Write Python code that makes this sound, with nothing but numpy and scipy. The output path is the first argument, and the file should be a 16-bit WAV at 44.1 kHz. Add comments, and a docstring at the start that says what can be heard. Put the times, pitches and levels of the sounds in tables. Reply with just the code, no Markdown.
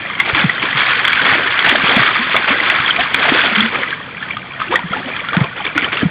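"""A dog digs with its forepaws in the shallow water of a concrete channel, then slows to a few wading steps.
Thrown water falls back as drop impacts and ringing bubbles, thinning into separate drips between strokes.
Legs churn larger bubbles into a low wash; slaps make spattering noise and strong bubbles; air pockets gulp.
The banks return a weak echo beside a steady outdoor rush.
The microphone is narrow-band, and its overload compresses and clips the sharpest slaps."""
import sys
import numpy as np
from scipy import signal
from scipy.fft import rfft, irfft
from scipy.io import wavfile
from scipy.ndimage import uniform_filter1d, minimum_filter1d

SR = 44100
rng = np.random.default_rng(int(sys.argv[2]) if len(sys.argv) > 2 else 0)


def persist_wave(psi):
    """Save psi, clipped to +-1, as 16-bit WAV."""
    counts = np.round(np.clip(psi, -1, 1) * 32767).astype(np.int16)
    wavfile.write(sys.argv[1], SR, np.atleast_2d(counts).T)


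N = 269010
TIME = np.arange(N) / SR

# Paw strokes through the water, digging until 3.9 s and then wading:
# start_s, length_s, spray_level_db, churn_level_db (relative levels)
PAW_STROKES = [(0.241, 0.066, -18.5, -27.5), (0.349, 0.089, -14.5, -27.5), (0.537, 0.02, -21, -31.5),
               (0.615, 0.018, -13, -23), (0.765, 0.16, -14.5, -31), (0.994, 0.084, -17.5, -34),
               (1.205, 0.24, -15.5, -25), (1.639, 0.029, -10, -20.5), (1.698, 0.056, -16.5, -20),
               (1.828, 0.032, -14, -23.5), (1.884, 0.13, -13.5, -22.5), (2.065, 0.071, -16.5, -33.5),
               (2.337, 0.013, -18.5, -20), (2.466, 0.072, -22, -23), (2.583, 0.18, -16, -26.5),
               (2.83, 0.088, -17, -51), (2.985, 0.034, -15.5, -31.5), (3.144, 0.084, -14, -29.5),
               (3.234, 0.14, -15, -21.5), (3.433, 0.032, -17.5, -21.5), (3.515, 0.14, -13.5, -32.5),
               (3.724, .09, -22, -26), (4.207, 0.095, -26, -48.5), (4.595, 0.079, -24, -37),
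               (4.702, 0.043, -21, -22.5), (4.912, 0.09, -28, -28.5), (5.068, 0.038, -27.5, -30.5),
               (5.317, .12, -23.5, -25.5), (5.556, 0.041, -24, -32), (5.638, 0.04, -21, -29),
               (5.746, 0.045, -21.5, -31.5), (5.817, 0.034, -18.5, -25), (5.916, 0.096, -19.5, -31.5),
               (6.01, 0.019, -32, -24)]
# Drops still coming down between strokes: time_s, level_db (relative)
LINGERING_FALL = [(0, -24), (.17, -24.5), (.33, -21), (.69, -20), (.98, -15.5), (1.8, -15.5), (2.05, -12),
                  (2.22, -15.5), (2.93, -16.5), (3.11, -20), (3.42, -13.5), (3.7, -21.5), (3.91, -22.5),
                  (4.09, -33), (4.55, -31), (4.88, -29), (5.0, -25), (5.25, -25), (5.52, -30), (6.1, -30.5)]
# Loudest hits of paws and lumps of water on the surface:
# start_s, level_db (relative), bubble_pitch_hz (at onset), spatter_db (added to level_db)
SURFACE_SLAPS = [(.2, 10, 2040, -17.5), (0.347, 2, 2236, -10.5), (0.378, -2, 1670, -22),
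                 (.495, 4, 1920, -18), (0.626, -4, 2280, -15), (0.728, -2.5, 1910, -20.5),
                 (.805, -1.5, 2200, -13.5), (1.05, -1.5, 2056, -5.5), (1.079, 3, 3010, -12.5),
                 (1.13, 7, 2243, -12.5), (1.194, 0, 1480, -21), (1.215, -7, 1580, -9),
                 (1.253, -5, 1790, -6.5), (1.28, -0.5, 1890, -29), (1.473, -1.5, 1750, -17),
                 (1.59, -3, 2120, -7.5), (1.662, 0, 2800, -8), (1.693, 6, 2660, -10.5),
                 (1.714, 3.5, 1940, -18), (1.755, -2.5, 1700, -8), (1.823, -11, 1970, -10),
                 (1.893, 2, 2213, -10), (1.962, 3, 2310, -11.5), (2.343, -1.5, 1220, -23),
                 (2.364, 7, 2170, -14), (2.442, -3.5, 1455, -10), (2.491, 0.5, 2562, -12),
                 (2.6, 1, 1960, -33), (2.699, 7, 1956, -14), (2.86, 0, 3230, -22), (2.907, 7.5, 3060, -24),
                 (2.962, 0, 2350, -16), (3.143, 7.5, 2305, -10), (3.293, -3, 2420, -4),
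                 (3.391, 0.5, 1550, -20), (3.605, 7, 3230, -23), (3.747, -8.5, 1207, -15),
                 (3.833, -3.5, 1880, -33), (3.905, -11, 2800, -7), (3.927, -4, 1600, -23),
                 (4.225, -7.5, 1680, -27), (4.306, -4.5, 2260, -34), (4.368, -12, 1200, -11.5),
                 (4.616, -5, 1227, -27), (4.739, -3, 1175, -19), (4.756, 8.5, 1840, -17),
                 (4.79, -13, 954, -12), (4.933, -4, 1340, -21.5), (4.964, -11.5, 835, -17),
                 (5.163, -14, 2200, -2.5), (5.286, -4, 1380, -14), (5.331, -8.5, 1174, -13),
                 (5.341, -6.5, 1510, -23), (5.366, -7, 1410, -7.5), (5.44, -11.5, 1055, -10),
                 (5.651, -8, 3340, -6.5), (5.665, -3.5, 2270, -19), (5.777, 3, 1413, -10),
                 (5.819, -5, 2330, -23), (5.844, 2.5, 2960, -31), (5.929, -5.5, 2200, -10),
                 (5.97, 0, 2720, -17)]
# Air pockets pulled under by a paw:
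# start_s, level_db (peak), pitch_hz (at onset), glide_length_s, glide_octaves (over that length)
AIR_POCKETS = [(.33, -18.5, 111, 0.019, 0.15), (0.438, -9, 233, 0.039, -1.3),
               (0.635, -19, 327, 0.017, 0.28), (.745, -23.5, 169, 0.043, -0.69),
               (1.32, -20.5, 164, 0.019, -.3), (1.836, -18, 218, 0.017, -0.75),
               (1.964, -9.5, 217, 0.021, 0.23), (1.988, -20.5, 150, .05, -.5),
               (2.188, -22.5, 219, 0.066, 0.32), (1.661, -16.5, 623, .025, 0.24),
               (2.348, -12, 622, 0.021, 0.19), (2.5, -21.5, 215.5, 0.056, 0.99),
               (2.797, -21.5, 133, 0.016, 0.19), (2.984, -13.5, 659, 0.041, 0.39),
               (3.319, -7.5, 268, .012, .14), (3.517, -19.5, 217, 0.033, 0), (3.566, -16, 202, 0.095, 0.27),
               (3.611, -15.5, 224, 0.096, .04), (4.691, -22, 293, 0.044, 0.74),
               (4.722, -13, 879, 0.021, 0.5), (4.737, -15.5, 476, 0.027, 0.22),
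               (4.837, -19.5, 189, 0.048, -0.31), (4.907, -22, 199, 0.016, -0.19),
               (5.057, -23, 255, .034, 0.0026), (5.365, -7.5, 191, 0.033, -.3),
               (5.409, -6.5, 170, 0.025, -0.53), (5.595, -24.5, 847, 0.042, -0.078),
               (5.752, -17.5, 315, 0.05, -0.2), (5.823, -22.5, 291, 0.028, -0.44),
               (6.029, -5.5, 205, 0.015, 0.81), (6.051, -7, 194, 0.034, -0.46)]
# Spectrum of dense falling water: frequency_hz, gain_db
SPRAY_SPECTRUM = [(300, -28), (850, -12.5), (1100, -4), (1500, 1), (2000, 1), (2500, 0.5), (3300, -4.5),
                  (4600, -3.5)]
# Spectrum of single drips: frequency_hz, gain_db
DRIP_SPECTRUM = [(800, -5), (1200, 1), (1600, 1), (2300, 2), (2800, -1), (3400, -7)]
# Spectrum of water stirred by the legs: frequency_hz, gain_db
CHURN_SPECTRUM = [(30, -16), (90, -7.5), (170, -8.5), (280, -0.5), (400, -1), (700, 0), (1000, -3.5),
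                  (1800, -22)]
# Spectrum of the outdoor background: frequency_hz, gain_db
AIR_SPECTRUM = [(25, -17), (70, -11), (120, -1), (180, 0.5), (260, -3.5), (400, -23), (1200, -12),
                (2400, -8.5), (3300, -9.5), (4600, -8.5), (7000, -26.5)]
# Microphone response: frequency_hz, gain_db
MIC_RESPONSE = [(20, -7), (70, 4.5), (2350, 0), (2600, -3), (3000, -2.5), (3300, 3.5), (3480, 0.5),
                (3950, -14.5), (4150, -15.5), (4600, -14), (4750, -20), (5000, -32), (5300, -106)]
# Spectra of the remaining noises: frequency_hz, gain_db
IMPACT_SPECTRUM = [(300, -16.5), (900, 0.0), (5000, -5.5), (8000, -33)]
SLOSH_SPECTRUM = [(400, -13.0), (1000, -2.0), (3500, -1.0), (6000, -15.5)]
SPATTER_SPECTRUM = [(150, -4.5), (600, -4.5), (1300, 11), (2200, 12.5), (3300, 12.5), (4600, 3.5), (8000, -12.0)]
BOIL_SPECTRUM = [(40, -10.0), (110, 1.5), (300, -1.5), (500, -10.0), (1200, -25.5), (3000, -48.5)]

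PUSH_S, SAG_DB_PER_S = 0.0085, 9.5  # a stroke builds up this fast, then slowly loses force
SPRAY_FALL_S, CHURN_FALL_S = 0.036, 0.032  # amplitude decay times once the paw is out
WASH_DB, WASH_FOLLOW = -23.5, 0.52  # relative wash level at 0 dB of lingering fall, and dB gained per dB of it
# Drops from a slap: level against it, lag of their peak, spread in time
SPLINTER_DB, SPLINTER_LAG_S, SPLINTER_S = -22.5, 0.0025, 0.0066
EDGE_HZ = 15900  # final band limit


def gain_of(db):
    """Amplitude ratio from decibels: 20 dB is a factor of ten."""
    return 10 ** (np.asarray(db) / 20)


def evened(x):
    """Normalization to unit root-mean-square amplitude."""
    return x / np.sqrt(np.mean(x ** 2) + 1e-20)


def read(points, hz):
    """Interpolation of a spectrum along logarithmic frequency."""
    frequency_hz, value = np.transpose(points)
    return np.interp(np.log(hz + 1), np.log(frequency_hz + 1), value)


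def add(mix, s, sound):
    """Superposition: a sound is summed into the mix from time s, in seconds."""
    part = mix[max(round(s * SR), 0):][:len(sound)]
    part += sound[:len(part)]


def colour(x, points, size=4096):
    """Minimum-phase filtering: a causal response has the given spectrum, so attacks stay sharp."""
    log_gain = np.log(gain_of(read(points, abs(np.fft.fftfreq(size, 1 / SR)))))
    response = np.exp(np.conj(signal.hilbert(log_gain)))
    taps = np.fft.ifft(response).real
    return signal.oaconvolve(x, taps[:size // 2])[:N]


def wander(hz):
    """Low-passed Gaussian noise of unit size fluctuates smoothly at rates up to about hz."""
    f = np.fft.rfftfreq(N, 1 / SR)
    spectrum = rfft(rng.standard_normal(N)) * np.exp(-(f / hz) ** 2)
    return evened(irfft(spectrum, N))


def bubble(hz, cycles, rise):
    """Damped resonance: a bubble decays over some cycles, its pitch climbing as it nears the surface."""
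    age = np.arange(int(5 * cycles / hz * SR)) * hz / SR / cycles  # in decay times
    envelope = (1 - np.exp(-age * cycles * 2)) * np.exp(-age)
    turns = cycles * (age + rise * age ** 2 / 2)
    return envelope * np.sin(2 * np.pi * turns)


def bubbles(low_hz, high_hz, per_s, spread_db, cycles, rise, count=48):
    """Random superposition of bubbles of many pitches: most are faint, a few are strong."""
    out = np.zeros(N)
    for step in range(count):
        own = np.random.default_rng(rng.integers(2 ** 31))
        hz = low_hz * (high_hz / low_hz) ** ((step + own.random()) / count)
        ring = bubble(hz, cycles * 2 ** own.uniform(-1, 1), rise)
        at, chance = own.random((int(per_s * N / SR / count), 2)).T
        size = gain_of(spread_db * np.minimum(-np.log(1 - chance), 3.5))
        births = np.bincount((at * N).astype(int), size, N)
        # ring energy proportional to pitch balances the swarm
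        out += signal.oaconvolve(births, ring * np.sqrt(hz / np.sum(ring ** 2)))[:N]
    return evened(out)


def stroke_shape(start, length, fall_s):
    """Forcing and relaxation: the paw pushes in, drags while losing force, and leaves the water to settle."""
    age = np.maximum(TIME - start, 0)
    push = np.sin(np.pi / 2 * np.minimum(age / PUSH_S, 1)) ** 2
    settling = np.exp(-np.minimum(np.maximum(age - length, 0) / fall_s, 20))
    return push * gain_of(-SAG_DB_PER_S * age) * settling


def thrown_db():
    """Power addition: strokes and slaps throw more water on top of what is still coming down."""
    power = np.zeros(N)
    for start, length, db, _ in PAW_STROKES:
        power += (gain_of(db) * stroke_shape(start, length, SPRAY_FALL_S)) ** 2
    burst_time = np.arange(-3 * SPLINTER_S, 3 * SPLINTER_S, 1 / SR)
    burst = np.exp(-(burst_time / SPLINTER_S) ** 2)
    for s, db, _, _ in SURFACE_SLAPS:
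        start = s + SPLINTER_LAG_S - len(burst) / 2 / SR
        add(power, start, gain_of(db + SPLINTER_DB) ** 2 * burst)
    lingering_db = np.interp(TIME, *np.transpose(LINGERING_FALL))
    return 10 * np.log10(power + gain_of(lingering_db) ** 2)


def clumped(x, patch_db=0.5, size=512):
    """Time-varying filtering: falling water favours different frequency ranges from moment to moment."""
    overlap = size * 3 // 4
    spectra = signal.stft(x, nperseg=size, noverlap=overlap)[2]
    patches = rng.standard_normal(spectra.shape)
    for axis in (0, 1):
        patches = uniform_filter1d(patches, size=8, axis=axis)
    shaped = spectra * gain_of(patch_db * evened(patches))
    return signal.istft(shaped, nperseg=size, noverlap=overlap)[1][:N]


def spray(drops_per_s=4200, fizz_db=-3, clump_db=1.71):
    """Impact and resonance: thrown water lands in clumps, its drops fizz, and trapped bubbles ring."""
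    ringing = bubbles(644.2, 5000, drops_per_s, spread_db=4.5, cycles=3.3, rise=0.031, count=72)
    impacts = rng.standard_normal(N) * gain_of(1.4 * wander(470))
    impacts = evened(colour(impacts, IMPACT_SPECTRUM))
    water = clumped(colour(ringing + gain_of(fizz_db) * impacts, SPRAY_SPECTRUM))
    return evened(water * gain_of(clump_db * wander(48)))


def trickle(drips_per_s=900, plinks_per_s=45, plink_db=-10, slosh_db=-5):
    """Bubble resonance over a soft slosh: a few drips trap bubbles that ring longer and chirp upward."""
    drips = bubbles(906.6, 3500, drips_per_s, spread_db=6.5, cycles=6.6, rise=0.032, count=26)
    plinks = bubbles(800, 2600, plinks_per_s, spread_db=3, cycles=25, rise=0.055, count=18)
    slosh = evened(colour(rng.standard_normal(N), SLOSH_SPECTRUM))
    water = drips + gain_of(plink_db) * plinks + gain_of(slosh_db) * slosh
    return evened(colour(water, DRIP_SPECTRUM))


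def lumps(per_s=20, least_db=3.5, range_db=4, low_hz=1100, high_hz=3200, spatter_db=-10,
          spatter_s=0.00099, size=768):
    """Random impacts: small lumps of water land among the drops, each with a spatter and one bubble."""
    rings, bursts = np.zeros(N), np.zeros(N)
    age = np.arange(size) / SR / spatter_s
    spatter = evened(colour(rng.standard_normal(N), SPRAY_SPECTRUM))
    for when, pitch, weight in rng.random((int(per_s * N / SR), 3)):
        start = when * N / SR
        gain = gain_of(least_db + range_db * weight)
        hz = low_hz * (high_hz / low_hz) ** pitch
        add(rings, start, gain * bubble(hz, cycles=7, rise=.02))
        add(bursts, start, gain * age * np.exp(1 - age))
    return rings + gain_of(spatter_db) * bursts * spatter


def falling_water(thin_db=-22, blend_db=3, surge_db=0.78):
    """Power crossfade: much water merges into a surging spray; as it thins out, separate drips remain."""
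    db = thrown_db()
    dense = 1 / (1 + np.exp((thin_db - db) / blend_db))
    water = np.sqrt(dense) * spray() + np.sqrt(1 - dense) * trickle() + lumps()
    return gain_of(db + surge_db * wander(13)) * water


def stirred_db():
    """Power addition: each stroke swells the churn over a wash that grows with the lingering fall."""
    power = np.zeros(N)
    for start, length, _, db in PAW_STROKES:
        power += (gain_of(db) * stroke_shape(start, length, CHURN_FALL_S)) ** 2
    lingering_db = np.interp(TIME, *np.transpose(LINGERING_FALL))
    return 10 * np.log10(power + gain_of(WASH_DB + WASH_FOLLOW * lingering_db) ** 2)


def churn(level_db=-1, foam_db=-3):
    """Bubble resonance and turbulence: the legs stir up larger bubbles and a low wash."""
    ringing = bubbles(133.7, 1148, 420, spread_db=4, cycles=3.1, rise=0.029, count=26)
    ringing = evened(colour(ringing, CHURN_SPECTRUM))
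    wash = evened(colour(rng.standard_normal(N), CHURN_SPECTRUM))
    water = evened(ringing + gain_of(foam_db) * wash)
    return water * gain_of(stirred_db() + level_db)


def air(level_db=-35):
    """Filtered random noise: a steady outdoor rush with a soft low rumble."""
    return gain_of(level_db) * evened(colour(rng.standard_normal(N), AIR_SPECTRUM))


def slaps(ring_db=-.5, spatter_s=0.0015, pinch_s=0.00097, size=2048):
    """Impact and resonance: a slap throws a spatter of a few milliseconds and pinches off one bubble."""
    rings, spatters = np.zeros(N), np.zeros(N)
    age = np.arange(size) / SR / spatter_s
    for s, db, hz, spatter_db in SURFACE_SLAPS:
        ring = bubble(hz, cycles=7, rise=0.022)
        pinch = 1 - np.exp(-np.arange(len(ring)) / SR / pinch_s)
        spatter = rng.standard_normal(size) * age * np.exp(1 - age)
        add(spatters, s, gain_of(db + spatter_db) * spatter)
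        add(rings, s, gain_of(db + ring_db) * pinch * ring)
    return rings + colour(spatters, SPATTER_SPECTRUM)


def gulps(swell=0.26, turbulence_db=-18):
    """Large-cavity resonance: an air pocket swells, glides in pitch and dies while the water around it boils."""
    rings, envelope = np.zeros(N), np.zeros(N)
    for s, db, hz, length, glide in AIR_POCKETS:
        age = np.arange(int(2 * length * SR)) / SR / length  # in glide lengths
        turns = np.cumsum(hz * 2 ** (glide * np.minimum(age, 1))) / SR
        shape = gain_of(db) * (age / swell * np.exp(1 - age / swell)) ** 2
        add(rings, s, shape * np.sin(2 * np.pi * turns))
        add(envelope, s, shape)
    boil = evened(colour(rng.standard_normal(N), BOIL_SPECTRUM))
    return rings + gain_of(turbulence_db) * envelope * boil


def bank(x, echo_db=-17, t60_s=.16, size=11025):
    """Diffuse reflection: the sloping concrete sides scatter a short, weak echo."""
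    t = np.arange(size) / SR
    sparse = rng.standard_normal(size) * (rng.random(size) < .03)
    taps = sparse * (t > .005) * gain_of(-60 * t / t60_s)
    echo = signal.oaconvolve(x, taps / np.linalg.norm(taps))[:N]
    return x + gain_of(echo_db) * echo


def scene():
    """Superposition of all the water sounds between the banks, over the background."""
    water = falling_water() + churn() + slaps() + gulps()
    return (bank(water) + air())[None]


def record(dry, knee=.85, ratio=2.5):
    """Band limitation and overload: a fast compressor rides the peaks, and the hardest slaps still clip."""
    x = colour(dry[0], MIC_RESPONSE)
    gain = (knee / np.maximum(abs(x), knee)) ** (1 - 1 / ratio)
    gain = minimum_filter1d(gain, size=89)  # hold about 1 ms either side of a peak
    gain = uniform_filter1d(uniform_filter1d(gain, size=45), size=45)
    loud = np.clip(x * gain, -1, 1)
    low_pass = signal.firwin(511, EDGE_HZ, window=("kaiser", 9), fs=SR)
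    return signal.oaconvolve(loud, low_pass, "same")[None]


dry = scene()
out = record(dry)
persist_wave(out)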